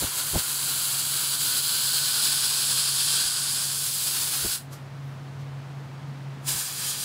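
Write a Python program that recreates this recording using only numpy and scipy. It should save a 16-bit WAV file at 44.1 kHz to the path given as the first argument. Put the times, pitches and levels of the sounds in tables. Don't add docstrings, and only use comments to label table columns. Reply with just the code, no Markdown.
import sys
import numpy as np
from scipy import signal
from scipy.fft import rfft, irfft, next_fast_len
from scipy.io import wavfile
from scipy.ndimage import map_coordinates

SR = 44100
rng = np.random.default_rng(int(sys.argv[2]) if len(sys.argv) > 2 else 0)


def generate_wav(signal):
    frames = np.transpose(np.atleast_2d(signal))
    scaled = np.clip(frames, -1, 1) * 32767
    pcm = np.round(scaled).astype(np.int16)
    wavfile.write(sys.argv[1], SR, pcm)


N = 310464


def amp(db):
    return 10 ** (np.asarray(db) / 20)


def unit(x):
    return x / np.sqrt(np.mean(x ** 2) + 1e-20)


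def along(points, hz):
    point_hz, values = np.transpose(points)
    return np.interp(np.log(hz + 1), np.log(point_hz), values)


def tracks(rows, t):
    times_s, *columns = np.transpose(rows)
    return [np.interp(t, times_s, column) for column in columns]


def bell(t, sigma_s):
    return np.exp(-(t / sigma_s) ** 2 / 2)


def wobble(rate_hz):
    knots = rng.standard_normal(int(N * rate_hz / SR) + 4)
    return map_coordinates(knots, [np.arange(N) * rate_hz / SR])


def filtered(x, response):
    size = next_fast_len(N + 8192)
    return irfft(rfft(x, size) * response(np.fft.rfftfreq(size, 1 / SR)), size)[..., :N]


def noise(spectrum):
    return unit(filtered(rng.standard_normal(N), lambda hz: amp(along(spectrum, hz))))


def clicks(rate_hz, scatter, spread_db, count):
    gap, size = rng.standard_normal((count, 2)).T
    periods = np.exp(scatter * gap - scatter ** 2 / 2)
    at = (np.cumsum(periods) * SR / rate_hz).astype(int)
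    gains = amp(spread_db * np.minimum(size, 2))
    train = np.bincount(at[at < N], gains[at < N], N)
    return unit(train - train.mean())


def crackle(pop_db, hiss_db, flutter_db):
    t = np.arange(SR // 50) / SR
    burst = rng.standard_normal(N)
    snaps = clicks(rate_hz=115, scatter=.45, spread_db=1.5, count=2000)
    relight_t60_s = 0.014
    relight_power = signal.fftconvolve(np.maximum(snaps, 0) ** 2, amp(-60 * t / relight_t60_s) ** 2)[:N]
    pops = unit(0.43 * snaps + unit(np.sqrt(np.abs(relight_power)) * burst))
    spatter = clicks(rate_hz=2600, scatter=.8, spread_db=1.5, count=50000)
    mix = spatter + amp(pop_db) * pops + amp(hiss_db) * rng.standard_normal(N)
    return unit(mix * amp(flutter_db * wobble(36)))


# (frequency [Hz], gain [dB])
ARC_SPECTRUM = [(60, -17), (200, -14.5), (350, -13), (600, -15), (1000, -8), (2000, -8.5), (3000, -2.5),
                (4500, -1), (7000, 1), (10000, 1.5), (12500, -3.5), (15500, -8)]
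# (centre [Hz], width [Hz], gain [dB])
FIRST_JOINT = [(1095, 56, 4.5), (1496, 160, 8.5), (2050, 154, -4.5), (3315, 550, 6), (4115, 240, 5),
               (4680, 570, 9), (5900, 520, -2.5), (8110, 690, 3.5), (8970, 340, -2), (10410, 800, 4.5),
               (12150, 750, -2), (14300, 990, 5.5)]
SECOND_JOINT = [(1090, 130, -1.5), (1660, 120, 4.5), (2000, 160, -4.5), (3310, 150, 5), (4070, 170, 5.5),
                (4850, 350, 5.5), (7300, 490, 3), (8300, 300, 3), (9700, 450, 2.5)]
# (time [s], peak tuning [ratio], peak strength [ratio], top fizz [dB])
FIRST_TORCH = [(0, 0.95, 0.71, 3), (0.9, 0.97, 0.97, 2), (1.7, 0.99, 1.13, 2.5), (2.6, 1.025, 0.93, -1.5),
               (3.4, 1.013, 1.02, -5.5), (4.0, 1.02, 0.56, 3.5), (4.55, 1.01, 0.78, 1.5)]
SECOND_TORCH = [(6.44, 1, 0.96, 3.8), (7.04, 0.98, 0.84, 2.5)]


def steel(x, joint, torch):
    hz, t, spectra = signal.stft(x, SR, nperseg=512)
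    hz = hz[:, None]
    tuning, strength, fizz_db = tracks(torch, t)
    peaks_db = sum(db * np.exp(-((hz / tuning - centre_hz) / width_hz) ** 2)
                   for centre_hz, width_hz, db in joint)
    fizz_band = 1 / (1 + (12000 / (hz + 1)) ** 14)
    gain = amp(along(ARC_SPECTRUM, hz) + strength * peaks_db + fizz_band * fizz_db)
    return signal.istft(spectra * gain, SR, nperseg=512)[1][:N]


STRIKE_DB_PER_S, DIE_DB_PER_S = 640, 354
OVERSHOOT_DB, SETTLE_S = 5.8, 0.033
RASP_SWING, SPUTTER_SWING = 0.95, 0.66
# (time [s], sizzle [dB], rasp [dB re sizzle], sputter [dB re sizzle])
FIRST_WELD = [(-0.02, -30, -4, -9.5), (0.8, -28, -5.8, -14.5), (2.0, -27.3, -3.5, -14.5),
              (2.08, -26.5, -2.5, -13.5), (3.26, -25, -4, -16), (3.33, -27.5, -5.5, -15),
              (4.0, -28, -4.5, -18), (4.22, -27.5, -3.5, -13), (4.555, -29, -4.7, -13.5)]
SECOND_WELD = [(6.486, -29.5, -7, -12.5), (7.04, -30.5, -3.5, -14)]
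# (time [s], gain [dB], sigma [s])
FLARES = [(0.113, -2.5, .02), (0.18, 1.5, .02), (0.247, -1.5, 0.018), (0.394, 4, 0.0062),
          (1.388, -2.5, 0.014), (1.46, 2.5, 0.034), (1.615, -2.5, 0.0092), (2.25, 2, 0.017),
          (2.392, -1, 0.018), (2.45, 2, 0.011), (3.123, 1, .025), (4.078, 3.5, 0.0056), (6.59, 1.5, 0.026),
          (6.728, -4.5, 0.057), (6.892, 2.3, .022), (6.945, -4.5, 0.023)]


def weld(levels, joint, torch):
    arc = steel(crackle(pop_db=-9.5, hiss_db=3.5, flutter_db=0.5), joint, torch)
    low = filtered(arc, lambda hz: 1 / (1 + (hz / 2300) ** 12))
    high = filtered(arc, lambda hz: 1 - 1 / (1 + (hz / 6000) ** 12))
    t = np.arange(N) / SR
    strike_s, stop_s = levels[0][0], levels[-1][0]
    level_db, rasp_db, sputter_db = tracks(levels, t)
    gate_db = -STRIKE_DB_PER_S * np.maximum(strike_s - t, 0) - DIE_DB_PER_S * np.maximum(t - stop_s, 0)
    flare_db = OVERSHOOT_DB * np.exp(-np.maximum(t - strike_s, 0) / SETTLE_S) + 0.27 * wobble(21.9)
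    flare_db += sum(db * bell(t - at_s, sigma_s) for at_s, db, sigma_s in FLARES)
    surge = wobble(40)
    sizzle = amp(flare_db) * unit(high)
    rasp = amp(rasp_db + RASP_SWING * flare_db + 0.69 * surge) * unit(arc - low - high)
    sputter = amp(sputter_db + SPUTTER_SWING * flare_db + 1.06 * surge) * unit(low)
    return amp(level_db + gate_db) * (sizzle + rasp + sputter)


# (frequency [Hz], T60 [s])
SHOP_DECAY = [(200, 0.47), (2000, 0.31), (6000, 0.16), (15000, 0.21)]


def workshop(x, wet_db, segments):
    wet = np.zeros(N + SR)
    for segment in np.array_split(np.arange(N), segments):
        hz, t, spectra = signal.stft(rng.standard_normal(SR // 4), SR, nperseg=256)
        decay = amp(-60 * t / along(SHOP_DECAY, hz)[:, None])
        tail = signal.istft(spectra * decay, SR, nperseg=256)[1]
        reflections = signal.fftconvolve(x[segment], tail / np.linalg.norm(tail))
        wet[segment[0]:][:len(reflections)] += reflections
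    return (x + amp(wet_db) * wet[:N]) / np.hypot(1, amp(wet_db))


HUM_HZ, HUM_DB, AIR_DB, FAN_SWELL_DB_PER_S = 137.8, -38.5, -44, 0.28
HUM_SINK_DB, AIR_SINK_DB, SINK_LAG_S, SINK_S, RETURN_S = 9, 5, .03, 0.063, 0.089
DIP_DB, DIP_LAG_S, DIP_SIGMA_S = 5.5, 0.058, 0.045
# (frequency [Hz], relative density [dB])
AIR_SPECTRUM = [(25, -44), (50, -17), (75, -4.5), (100, 4), (155, 8), (175, -0.5), (280, -1.5), (370, -8),
                (750, -7.5), (900, -8), (1400, -11), (2400, -17), (4500, -22.5), (8000, -31),
                (15500, -40.5)]


def fan():
    t = np.arange(N) / SR
    first_stop_s = FIRST_WELD[-1][0]
    sunk = np.zeros(N)
    for levels in (FIRST_WELD, SECOND_WELD):
        strike_s, stop_s = levels[0][0], levels[-1][0]
        onset = np.clip((t - strike_s - SINK_LAG_S) / SINK_S, 0, 1)
        sunk += onset * np.exp(-np.maximum(t - stop_s, 0) / RETURN_S)
    sunk[t < first_stop_s] = 1
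    dip = sum(bell(t - at_s - DIP_LAG_S, DIP_SIGMA_S) for at_s, *_ in BUMPS)
    level_db = FAN_SWELL_DB_PER_S * (t - first_stop_s) - DIP_DB * dip
    phase = 2 * np.pi * HUM_HZ * t + 0.23 * wobble(8.3)
    hum = amp(HUM_DB - HUM_SINK_DB * sunk + 1.4 * wobble(15)) * unit(np.sin(phase))
    air = amp(AIR_DB - AIR_SINK_DB * sunk) * noise(AIR_SPECTRUM)
    return amp(level_db) * (hum + air)


SCUFF_LEAD_S, SCUFF_SIGMA_S = 0.0064, .011
PUSH_DB, PUSH_SIGMA_S = 8, 0.002
RUMBLE_DB, RUMBLE_SIGMA_S, RUMBLE_HZ = -6.5, .023, 139
# (time [s], level [dB], scuff corner [Hz], push share [0-1])
BUMPS = [(0.042, -31.5, 640, 0.05), (0.363, -26, 660, 1), (0.381, -37, 450, 0.2), (3.269, -50, 90, 0),
         (4.463, -33, 640, 0.55), (6.562, -41, 130, 0)]


def bumps():
    out = np.zeros(N + SR)
    t = np.arange(-SR // 10, SR // 10) / SR

    def dull_burst(envelope, corner_hz):
        sos = signal.butter(3, [35, corner_hz], "bandpass", fs=SR, output="sos")
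        band = signal.sosfilt(sos, rng.standard_normal(len(t)))
        return unit(envelope * band) * np.sqrt(np.mean(envelope ** 2))

    push = -np.sqrt(2) * t / PUSH_SIGMA_S * bell(t, PUSH_SIGMA_S)
    for at_s, db, corner_hz, share in BUMPS:
        scuff = dull_burst(bell(t + SCUFF_LEAD_S, SCUFF_SIGMA_S), corner_hz)
        rumble = dull_burst(bell(t, RUMBLE_SIGMA_S), RUMBLE_HZ)
        thud = scuff + amp(RUMBLE_DB) * rumble + share * amp(PUSH_DB) * push
        out[round(at_s * SR):][:len(t)] += amp(db) * thud
    return out[SR // 10:][:N]


PUFF_PEAK_S, PUFF_DB, PUFF_RISE_DB_PER_S, PUFF_FALL_DB_PER_S = 4.733, -42, 648, 320
# (frequency [Hz], relative density [dB])
PUFF_SPECTRUM = [(200, -23), (480, 8), (1500, -4), (2500, -7), (5000, -3), (9000, -6), (13500, -7.5),
                 (15500, -18)]


def puff():
    t = np.arange(N) / SR - PUFF_PEAK_S
    envelope_db = np.minimum(PUFF_RISE_DB_PER_S * t, -PUFF_FALL_DB_PER_S * t)
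    return amp(PUFF_DB + envelope_db) * noise(PUFF_SPECTRUM)


# (time [s], level [dB], centre [Hz], sigma [s])
RUSTLES = [(5.09, -69, 11000, .05), (5.33, -69, 7000, .035), (5.41, -60, 5000, .02)]


def rustles():
    t = np.arange(N) / SR
    return sum(amp(db) * bell(t - at_s, sigma_s) * noise([(hz / 2, -15), (hz, 0), (hz * 2, -15)])
               for at_s, db, hz, sigma_s in RUSTLES)


def scene():
    welds = weld(FIRST_WELD, FIRST_JOINT, FIRST_TORCH) + weld(SECOND_WELD, SECOND_JOINT, SECOND_TORCH)
    mono = workshop(welds, wet_db=-12, segments=20) + puff() + rustles() + fan() + bumps()
    return np.array([mono, mono])


def record(dry):
    top_hz = 15750
    return filtered(dry, lambda hz: 1 / (1 + (hz / top_hz) ** 500))


dry = scene()
out = record(dry)
generate_wav(out)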